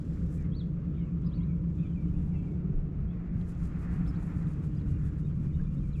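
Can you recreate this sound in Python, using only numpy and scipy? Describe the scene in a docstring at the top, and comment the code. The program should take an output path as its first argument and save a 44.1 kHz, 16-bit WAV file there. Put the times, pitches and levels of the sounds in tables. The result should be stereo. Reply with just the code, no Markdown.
"""Trolling on a calm lake

An electric trolling motor hums under the bow of a small boat, its close tones beating in the hull.
Beneath it water rumbles and sloshes, with a few dull bumps and drips. An angler's reel hisses softly
in strokes as line slides onto the spool, and the tackle ticks. Behind it all lie an airy rush,
one far knock and small birds whose gliding whistles echo off the shore."""
import sys
import numpy as np
from scipy import signal
from scipy.fft import rfft, irfft
from scipy.io import wavfile

SR = 44100
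rng = np.random.default_rng(int(sys.argv[2]) if len(sys.argv) > 2 else 0)


def transcribe(u):
    """Save the signal u as a 16-bit wav file named by the first command-line argument.

    u: samples, shape (n,) or (channels, n), limited to [-1, 1]; the rate is SR.
    q: integer samples, one column per channel.
    """
    v = np.clip(np.atleast_2d(u).T, -1, 1)
    q = np.round(v * 32767).astype(np.int16)
    wavfile.write(sys.argv[1], SR, q)


N = 264600
TIME = np.arange(N) / SR

# stereo image of the open air: (frequency [Hz], left-right likeness [0-1])
STEREO_LIKENESS = [(25, .87), (70, .99), (160, .994), (300, .978), (600, .82), (1500, .78), (4000, .6),
                   (9000, .6), (13000, .75)]
# colour of the airy bed: (frequency [Hz], relative level [dB])
RUSH_COLOUR = [(300, -8.5), (600, -5.5), (850, -1), (1100, 4), (1350, 4.5), (1600, -1.5), (1900, -4),
               (2500, -5.5), (3100, -13.5), (4000, -18), (5000, -20.5), (7500, -24), (8500, -41.5),
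               (13000, -42.5)]
# colour of the rush that swells over it: (frequency [Hz], relative level [dB])
SWELL_COLOUR = [(400, -19), (700, 1), (1000, -0.5), (1300, 2.5), (1600, -2.5), (1850, -2), (2100, -6.5),
                (2450, -7), (3100, -21.5), (4500, -27.5), (8000, -40.5)]
# swells of that rush: (peak time [s], half width [s], level [dB])
RUSH_SWELLS = [(0.2, .27, -68), (4.1, 1.45, -65.3), (3.92, .27, -60.5), (4.35, .28, -65)]

# bouts of twittering on the shore: (peak time [s], half width [s], level [dB])
TWITTER_BOUTS = [(1.02, 0.085, -77), (1.42, .12, -83), (1.81, 0.034, -74.5), (2.02, .3, -87.5),
                 (2.38, .08, -82.5), (3.1, 0.044, -78), (5.5, 0.52, -80.5)]
# a nearer bird's arched chirps: (time of the top [s], rise [s], hold [s], fall [s], top pitch [Hz],
# relative level [dB], level change over the fall [dB])
NEAR_CHIRPS = [(0.568, 0.052, 0.014, 0.041, 4520, -70, 5.5), (1.266, 0.043, 0.015, 0.01, 4960, -83, -8.5),
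               (1.283, .036, 0.0065, 0.017, 4560, -83, -3.5), (1.355, 0.042, 0.018, 0.02, 4580, -75.5, -4),
               (1.44, 0.036, 0, 0, 3980, -78, -2.5), (4.079, 0.024, 0.022, 0.024, 5300, -75.5, -17.5),
               (4.168, .036, 0, 0.006, 4450, -79, -3), (4.774, 0.048, 0.0058, 0.0044, 4900, -86.5, 0),
               (4.805, 0.019, .002, 0.027, 4270, -80, -8), (5.925, 0.0018, 0.0026, 0.03, 4120, -80.5, 5)]
# farther birds' slurs and pips: (time [s], length [s], first pitch [Hz], middle pitch [Hz],
# last pitch [Hz], relative level [dB])
FAR_SLURS = [(0.374, 0.09, 2415, 2257, 2050, -71.5), (0.875, 0.025, 2450, 2540, 2720, -78.5),
             (0.945, 0.085, 3280, 3220, 2850, -83), (0.966, 0.092, 2510, 2154, 2330, -72.5),
             (1.06, 0.072, 2770, 2480, 2440, -78.5), (1.318, 0.04, 3090, 2880, 2740, -83.5),
             (1.368, 0.077, 2730, 2134, 2510, -71.5), (1.482, 0.041, 2555, 2290, 2300, -71.5),
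             (1.782, 0.027, 3210, 3400, 3780, -81.5), (1.787, 0.024, 2440, 2480, 2640, -71.5),
             (1.83, 0.042, 2610, 2395, 2380, -67.5), (1.844, 0.11, 3560, 3190, 2970, -83.5),
             (1.956, 0.052, 2565, 2350, 2350, -67.5), (2.01, 0.071, 2424, 2245, 2260, -74),
             (2.062, 0.034, 2860, 2970, 3110, -82), (2.132, 0.039, 2480, 2540, 2570, -77.5),
             (2.317, 0.045, 2330, 2130, 2070, -72.5), (2.33, 0.032, 2790, 2770, 2700, -78),
             (2.357, 0.05, 2660, 2627, 2640, -69), (2.397, 0.077, 2216, 2360, 2355, -76),
             (2.455, 0.089, 2430, 2204, 2260, -71.5), (3.075, 0.048, 3240, 3290, 3580, -81.5),
             (4.876, 0.093, 2850, 2800, 2750, -79), (4.887, 0.081, 2500, 2440, 2510, -77),
             (5.241, 0.033, 3550, 3740, 3750, -84), (5.33, 0.078, 2270, 2205, 2200, -78),
             (5.49, 0.04, 2584, 2230, 1900, -76), (5.531, 0.024, 3470, 3680, 3650, -80.5),
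             (5.648, 0.017, 3400, 3570, 3760, -82), (5.765, 0.022, 3450, 3650, 3855, -82),
             (5.822, 0.038, 2630, 2370, 2260, -72.5), (5.856, 0.117, 2300, 2380, 2415, -80),
             (5.953, 0.058, 2760, 2350, 2280, -67)]
# resonances of the far knock: (frequency [Hz], bandwidth [Hz], t60 [s], level [dB])
KNOCK_MODES = [(1001, 40, 1.8, -67), (1144, 150, 0.42, -63)]

# drips and bubbles beside the hull: (time [s], starting pitch [Hz], t60 [s], level [dB])
BUBBLES = [(5.596, 1560, 0.06, -50), (5.613, 1130, 0.026, -58), (5.622, 1040, 0.044, -54)]
# ripples against the hull: (peak time [s], half width [s], pitch [Hz], bandwidth [Hz], level [dB])
HULL_SLOSHES = [(0.35, 0.56, 500, 99, -62.5), (2.7, 0.26, 380, 66, -51), (2.35, 0.28, 850, 190, -67.5),
                (3.15, 0.82, 680, 120, -68.5), (.42, 0.089, 1800, 340, -69.5), (3.3, .3, 1900, 700, -71.5),
                (3.89, 0.068, 1800, 320, -64.5), (5.03, 0.15, 1500, 800, -64.5)]
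# colour of the water along the hull: (frequency [Hz], relative level [dB])
RUMBLE_COLOUR = [(8, -20), (20, 1), (55, 2), (110, -5.5), (165, -4), (200, -7), (235, -14), (290, -14),
                 (340, -21.5), (430, -24.5), (560, -32), (750, -44), (1200, -56.5), (3000, -90.5)]
# slow heaves of the boat: (peak time [s], half width [s], gain [dB])
BOAT_HEAVES = [(2.19, 0.13, -31.5), (3.6, 0.69, -39.5), (4.95, 0.16, -42.5), (5.75, 0.32, -36)]
# swells of the deep rumble: (peak time [s], half width [s], gain [dB])
RUMBLE_SWELLS = [(.22, 0.094, -44), (1.8, 0.062, -39.5), (2.2, 0.12, -42), (4.03, 0.098, -44),
                 (4.94, 0.13, -40.5), (5.52, 0.17, -39)]
# fader ride of the wash: (time [s], relative level [dB])
WASH_RIDE = [(0.3, -46.5), (2.59, -47.5), (3.03, -49), (4.54, -47), (5.73, -50.5), (5.77, -46.5),
             (5.9, -49.5)]
# dull bumps on the hull: (time [s], pitch [Hz], attack [s], level [dB])
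HULL_BUMPS = [(2.67, 72, 0.019, -30.5), (2.696, 150, 0.012, -22.5), (2.733, 27.2, 0.033, -21.5),
              (3.353, 134, 0.0058, -22), (4.008, 159, 0.0038, -23.5), (4.457, 166.4, 0.012, -23.5),
              (4.905, 70.7, 0.012, -25.5), (4.91, 156, 0.0095, -24.5)]

# sharp ticks of the tackle: (time [s], centre frequency [Hz], t60 [s], level [dB])
TACKLE_TICKS = [(0.425, 5700, 0.018, -63), (1.217, 6300, .035, -71.5), (3.412, 3200, .028, -59),
                (4.468, 3400, .025, -58.5)]
# colour of slow-running line: (frequency [Hz], relative level [dB])
LINE_COLOUR = [(1500, -10), (3000, 0.5), (4200, -2), (5500, -1), (7400, -1), (8600, -7.5), (10500, -9.5),
               (12400, -10.5), (13500, -21.5), (15000, -36.5)]
# brighter colour of a quick stroke: (frequency [Hz], relative level [dB])
SWISH_COLOUR = [(2000, -2.5), (4200, -1.5), (5500, -1.5), (7300, 2.5), (8700, -0.5), (10500, -3),
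                (12400, -8), (13300, -17), (15000, -21.5)]
# spells of running line: (start [s], end [s], level [dB])
LINE_SPELLS = [(-0.1, .43, -75.5), (.43, 1.7, -93), (1.7, 2.58, -83.5), (3.353, 5.1, -79.8),
               (5.1, 6.2, -81.8)]
# reel strokes, about seven a second: (peak time [s], half width [s], level [dB], extra treble [dB])
REEL_STROKES = [(3.41, .04, -79, 0), (3.5, 0.026, -67.5, 1), (3.605, .03, -72.5, -1),
                (3.66, 0.032, -70.5, 0), (3.815, 0.032, -69.5, 0), (3.94, .042, -74, 0),
                (4.085, 0.025, -69, 0), (4.245, 0.052, -70, 1), (4.38, 0.036, -70.5, -1),
                (4.51, 0.045, -72.5, 0), (4.65, .035, -74, 0), (4.76, 0.03, -78, -2),
                (4.905, .032, -72.5, 0), (5.06, 0.04, -72.5, 1), (5.197, .016, -72, -2),
                (5.28, .03, -80, -2), (5.43, .035, -78.5, -1), (5.56, .03, -81, -1), (5.745, .025, -79, -2),
                (5.87, .04, -77, -1), (5.97, .03, -78, -1)]
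# line swishing as the rod moves: (peak time [s], half width [s], gain [dB])
ROD_MOVES = [(0.19, 0.046, -88), (0.345, 0.043, -67), (2.24, 0.093, -79)]

# weaker, unsteady tones of the drive: (pitch [Hz], bandwidth [Hz], level [dB])
DRIVE_DRONES = [(72, 17, -46.5), (94.2, 11, -49), (286.6, 3.6, -60.5), (345.6, 6.1, -63)]
# spells of louder whine: (start [s], end [s], level [dB])
WHINE_LIFTS = [(0.05, 2.65, -57), (3.9, 5.12, -56.5)]
# close tones of the motor in the hull: (pitch [Hz], resting level [dB])
MOTOR_TONES = [(143.04, -47), (157.5, -50), (166.3, -50), (173.95, -46), (152.4, -59), (133, -53.5),
               (185.7, -51.5), (70.07, -58.5)]
# spells in which one tone swells: (tone [index from 0], start [s], end [s], level [dB])
TONE_LIFTS = [(0, 0.24, 3.0, -47.5), (2, -2, 2.03, -40), (3, 0.5, 2.77, -42), (2, 3, 2.89, -43.5),
              (4, 0.4, 2.9, -50), (3, 3, 4.48, -45.5), (2, 3.5, 4.6, -51), (1, 4, 5.6, -45),
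              (0, 4.5, 6.3, -42.5), (7, 0.2, 3.1, -48)]


def gain_of(db):
    """Decibels to amplitude."""
    return 10 ** (np.asarray(db) / 20)


def unit_rms(x):
    """Scales to rms 1."""
    return x / np.sqrt(np.mean(np.abs(x) ** 2) + 1e-30)


def at_hz(points, hz):
    """Reads a table on a log-frequency axis."""
    f, value = np.transpose(points)
    return np.interp(np.log(hz + 1), np.log(f + 1), value)


def add(mix, s, sound):
    """Mixes a sound in at time s."""
    part = mix[max(round(s * SR), 0):][:len(sound)]
    part += sound[:len(part)]


def pan(left_db):
    """Channel gains that put the left side left_db above the right."""
    return gain_of([[left_db / 2], [-left_db / 2]])


def lowpass(x, cutoff_hz):
    """A smooth treble cut, 24 dB an octave."""
    return signal.sosfiltfilt(signal.butter(2, cutoff_hz, fs=SR, output="sos"), x)


def swells(rows, size=6000):
    """Envelope of bell-shaped swells: (peak time [s], half width [s], level [dB])."""
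    t = np.linspace(0, N / SR, size)
    bells = sum(gain_of(db) * np.exp(-np.minimum(((t - s) / half) ** 2, 20)) for s, half, db in rows)
    return np.interp(TIME, t, bells)


def spells(rows, fade_s):
    """Envelope of spells that fade in, hold and fade out: (start [s], end [s], level [dB])."""
    return sum(gain_of(db) * np.clip(np.minimum(TIME - start, end - TIME) / fade_s + .5, 0, 1)
               for start, end, db in rows)


def wander(rate_hz, size=8820):
    """Smooth random modulation of rms 1, moving at up to about rate_hz."""
    hz = np.fft.rfftfreq(size, N / SR / size)
    slow = irfft(rfft(rng.standard_normal(size)) * np.exp(-(hz / rate_hz) ** 2), size)
    return np.interp(TIME, np.linspace(0, N / SR, size), unit_rms(slow))


def fuzzy_tone(hz, width_hz):
    """A narrow band of noise around one pitch, rms 1."""
    sway = wander(width_hz) + 1j * wander(width_hz)
    return unit_rms((sway * np.exp(2j * np.pi * hz * TIME)).real)


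def noise(colour):
    """Coloured stereo noise of rms 1, nearly mono in the bass."""
    hz = np.fft.rfftfreq(N, 1 / SR)
    mid, side = rfft(rng.standard_normal((2, N)))
    likeness = at_hz(STEREO_LIKENESS, hz)
    mid, side = mid * np.sqrt(1 + likeness), side * np.sqrt(1 - likeness)
    spectrum = np.array([mid + side, mid - side]) * gain_of(at_hz(colour, hz))
    return unit_rms(irfft(spectrum, N))


def lake_echo(x, early_t60=0.047, shore_t60=0.33, shore_db=-9, likeness=0.59):
    """Scattered echoes: a quick cluster and a faint tail from the shore, partly alike left and right."""
    t = np.arange(SR) / SR
    centre = np.sqrt(likeness) * rng.standard_normal(SR)
    sides = np.sqrt(1 - likeness) * rng.standard_normal((2, SR))
    decay = gain_of(shore_db - 60 * t / shore_t60) + gain_of(-60 * t / early_t60)
    tail = (centre + sides) * decay
    return signal.fftconvolve(x[None], tail / np.linalg.norm(tail[0]), axes=1)[:, :N]


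def rush(rest_db=-66.5, flicker_db=1.16):
    """A soft airy bed, with a second rush that swells and recedes over it."""
    air = noise(RUSH_COLOUR) * gain_of(rest_db) + noise(SWELL_COLOUR) * swells(RUSH_SWELLS)
    return air * gain_of(flicker_db * wander(30)) * pan(left_db=2)


def shore_twitter(count=200, low_hz=2300, high_hz=3700, glide=0.07, rest_db=-86):
    """Many birds along the shore: short gliding pips, blurred by echoes."""
    pips = np.zeros(N)
    for when, height, slope, span in rng.random((count, 4)):
        u = np.linspace(-1, 1, round((0.026 + 0.13 * span) * SR))
        hz = low_hz * (high_hz / low_hz) ** height * (1 + glide * (2 * slope - 1) * u)
        pip = np.hanning(len(u)) * np.sin(2 * np.pi * np.cumsum(hz) / SR)
        add(pips, when * N / SR, pip / (1 + 2 * height))
    return (gain_of(rest_db) + swells(TWITTER_BOUTS)) * unit_rms(lake_echo(pips))


def slurs(echo_db=-1):
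    """Far notes bend through three pitches: (time [s], pitch curve [Hz], level [dB], echo send [dB])."""
    for s, length, first_hz, middle_hz, last_hz, db in FAR_SLURS:
        bend = np.polyfit([-1, 0, 1], [first_hz, middle_hz, last_hz], 2)
        yield s, np.polyval(bend, np.linspace(-1, 1, round(length * SR))), db, echo_db


def chirps(foot_hz=3230, sag_hz_per_s=7500, fade_db_per_s=39.5, echo_db=-2.5):
    """Nearer notes sweep up from a common foot, linger and fall; same columns as the slurs."""
    for s, rise, hold, fall, top_hz, db, fall_db in NEAR_CHIRPS:
        up, held, down = (np.linspace(0, 1, round(span * SR)) for span in (rise, hold, fall))
        climb, drop = np.sin(up ** 2.4 * np.pi / 2), np.cos(down * np.pi / 2) ** 1.5
        arch = np.concatenate([climb, np.ones(len(held)), drop])
        past_top_s = np.maximum(np.arange(len(arch)) / SR - rise, 0)
        arc_hz = foot_hz + (top_hz - sag_hz_per_s * past_top_s - foot_hz) * arch
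        fallen = np.concatenate([np.zeros(len(up) + len(held)), np.sqrt(down)])
        yield s - rise, arc_hz, db - fade_db_per_s * past_top_s + fall_db * fallen, echo_db


def birds(trim_db=1.5, quaver=0.0057, flutter_db=2.5, db_per_octave=5):
    """Each note is a near-pure whistle gliding along a smooth arc, with its echo off the lake."""
    direct, send = np.zeros((2, N))
    pitch = 1 + quaver * wander(250)
    flutter = gain_of(flutter_db * wander(90))
    for s, arc_hz, db, echo_db in [*chirps(), *slurs()]:
        at = (round(s * SR) + np.arange(len(arc_hz))) % N
        whistle = np.sin(2 * np.pi * np.cumsum(arc_hz * pitch[at]) / SR) * flutter[at]
        # higher whistles are played louder
        note_db = db + trim_db + db_per_octave * np.log2(arc_hz / 2400)
        note = gain_of(note_db) * unit_rms(whistle * signal.windows.tukey(len(at), 0.14))
        add(direct, s, note)
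        add(send, s, gain_of(echo_db) * note)
    return direct + lake_echo(send)


def knock(start_s=1.24, attack_s=0.0082):
    """A distant knock, softened by the air, with one lingering ring."""
    t = np.maximum(TIME - start_s, 0)
    ring = sum(gain_of(db - 60 * t / t60) * fuzzy_tone(hz, width) for hz, width, t60, db in KNOCK_MODES)
    return (1 - np.exp(-t / attack_s)) * ring


def drips(climb=0.44, attack_s=0.0013):
    """Each bubble rings briefly and climbs in pitch as it nears the surface."""
    out = np.zeros(N)
    for s, hz, t60, db in BUBBLES:
        t = np.arange(round(t60 * SR)) / SR
        turns = np.cumsum(hz * (1 + climb * t / t60)) / SR
        envelope = gain_of(db - 60 * t / t60) * (1 - np.exp(-t / attack_s))
        add(out, s, envelope * np.sin(2 * np.pi * turns))
    return out


def slosh():
    """Water trapped against the hull rings with a broad, hollow note."""
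    return sum(fuzzy_tone(hz, width) * swells([(s, half, db)])
               for s, half, hz, width, db in HULL_SLOSHES)


def water(heave_hz=46, deep_hz=230, heave_rest_db=-47, deep_rest_db=-33.5, wash_trim_db=14.5):
    """Turbulence under the hull: slow heave, deep rumble and the wash above them swell separately."""
    flow = noise(RUMBLE_COLOUR)
    deep, heave = lowpass(flow, deep_hz), lowpass(flow, heave_hz)
    wash_db = np.interp(TIME, *np.transpose(WASH_RIDE)) + wash_trim_db
    return (heave * (gain_of(heave_rest_db) + swells(BOAT_HEAVES))
            + (deep - heave) * (gain_of(deep_rest_db) + swells(RUMBLE_SWELLS))
            + (flow - deep) * gain_of(wash_db))


def bumps():
    """Each push on the hull is a dull thud that swells and dies within a few cycles."""
    out, t = np.zeros(N), np.arange(SR // 2) / SR
    for s, hz, attack_s, db in HULL_BUMPS:
        envelope = (t / attack_s * np.exp(1 - t / attack_s)) ** 2
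        add(out, s, gain_of(db) * envelope * np.sin(2 * np.pi * hz * t))
    return out


def ticks(spread=1.15, attack_s=0.001):
    """Each tick of the tackle is a dry noise burst, a fraction of an octave wide."""
    out, t = np.zeros(N), np.arange(SR // 10) / SR
    for s, hz, t60, db in TACKLE_TICKS:
        band = signal.butter(2, [hz / spread, hz * spread], "bandpass", fs=SR, output="sos")
        burst = unit_rms(signal.sosfilt(band, rng.standard_normal(len(t))))
        add(out, s, burst * gain_of(db - 60 * t / t60) * (1 - np.exp(-t / attack_s)))
    return out


def reel(rest_db=-92, treble_hz=8000, thin_hz=5500):
    """Line slides onto the spool in a grainy hiss that surges with each stroke; the rod adds swishes."""
    swish = noise(SWISH_COLOUR)
    body = lowpass(swish, treble_hz)
    hiss = noise(LINE_COLOUR) * (gain_of(rest_db) + spells(LINE_SPELLS, fade_s=0.092))
    hiss += body * swells([(s, half, db) for s, half, db, _ in REEL_STROKES])
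    hiss += (swish - body) * swells([(s, half, db + extra) for s, half, db, extra in REEL_STROKES])
    rod = (swish - lowpass(swish, thin_hz)) * swells(ROD_MOVES)
    rustle_db, grain_db = 1.1 * wander(40), 1.5 * wander(250)
    return (hiss * pan(left_db=5) + rod * pan(left_db=3)) * gain_of(rustle_db + grain_db)


def whine(hz=298, drift_hz=2, rest_db=-65, waver_db=3):
    """A thin motor tone above the hum, wavering in pitch and level."""
    turns = np.cumsum(hz + drift_hz * wander(12)) / SR
    level = gain_of(rest_db) + spells(WHINE_LIFTS, fade_s=0.2)
    return level * gain_of(waver_db * wander(13)) * unit_rms(np.sin(2 * np.pi * turns))


def motor(first_throb_s=0.1, drift_hz=0.13, flutter=0.034, trim_db=0.2, surge_db=1.0):
    """Close tones drift together and beat, throbbing about seven times a second amid looser drones."""
    hum = np.zeros(N)
    drift = np.cumsum(drift_hz * wander(0.78)) / SR + rng.random()
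    for k, (hz, rest_db) in enumerate(MOTOR_TONES):
        lifts = [row for index, *row in TONE_LIFTS if index == k]
        level = gain_of(rest_db) + spells(lifts, fade_s=0.2)
        tone = unit_rms(np.sin(2 * np.pi * (hz * (TIME - first_throb_s) + drift)))
        hum += level * (1 + flutter * wander(10)) * tone
    hum *= gain_of(trim_db + surge_db * wander(14))  # some throbs come harder than others
    return hum + whine() + sum(gain_of(db) * fuzzy_tone(hz, width) for hz, width, db in DRIVE_DRONES)


def scene():
    """Motor and water hold the centre; the small, high sounds lean to the left."""
    details = birds() + shore_twitter() + drips() + ticks() + knock()
    return motor() + water() + slosh() + bumps() + rush() + reel() + details * pan(left_db=4)


def record(dry, cutoff_hz=14300):
    """A steep high cut takes the very top off the mix."""
    high_cut = signal.firwin(255, cutoff_hz, window=("kaiser", 8), fs=SR)
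    return signal.oaconvolve(dry, high_cut[None], "same")


dry = scene()
out = record(dry)
transcribe(out)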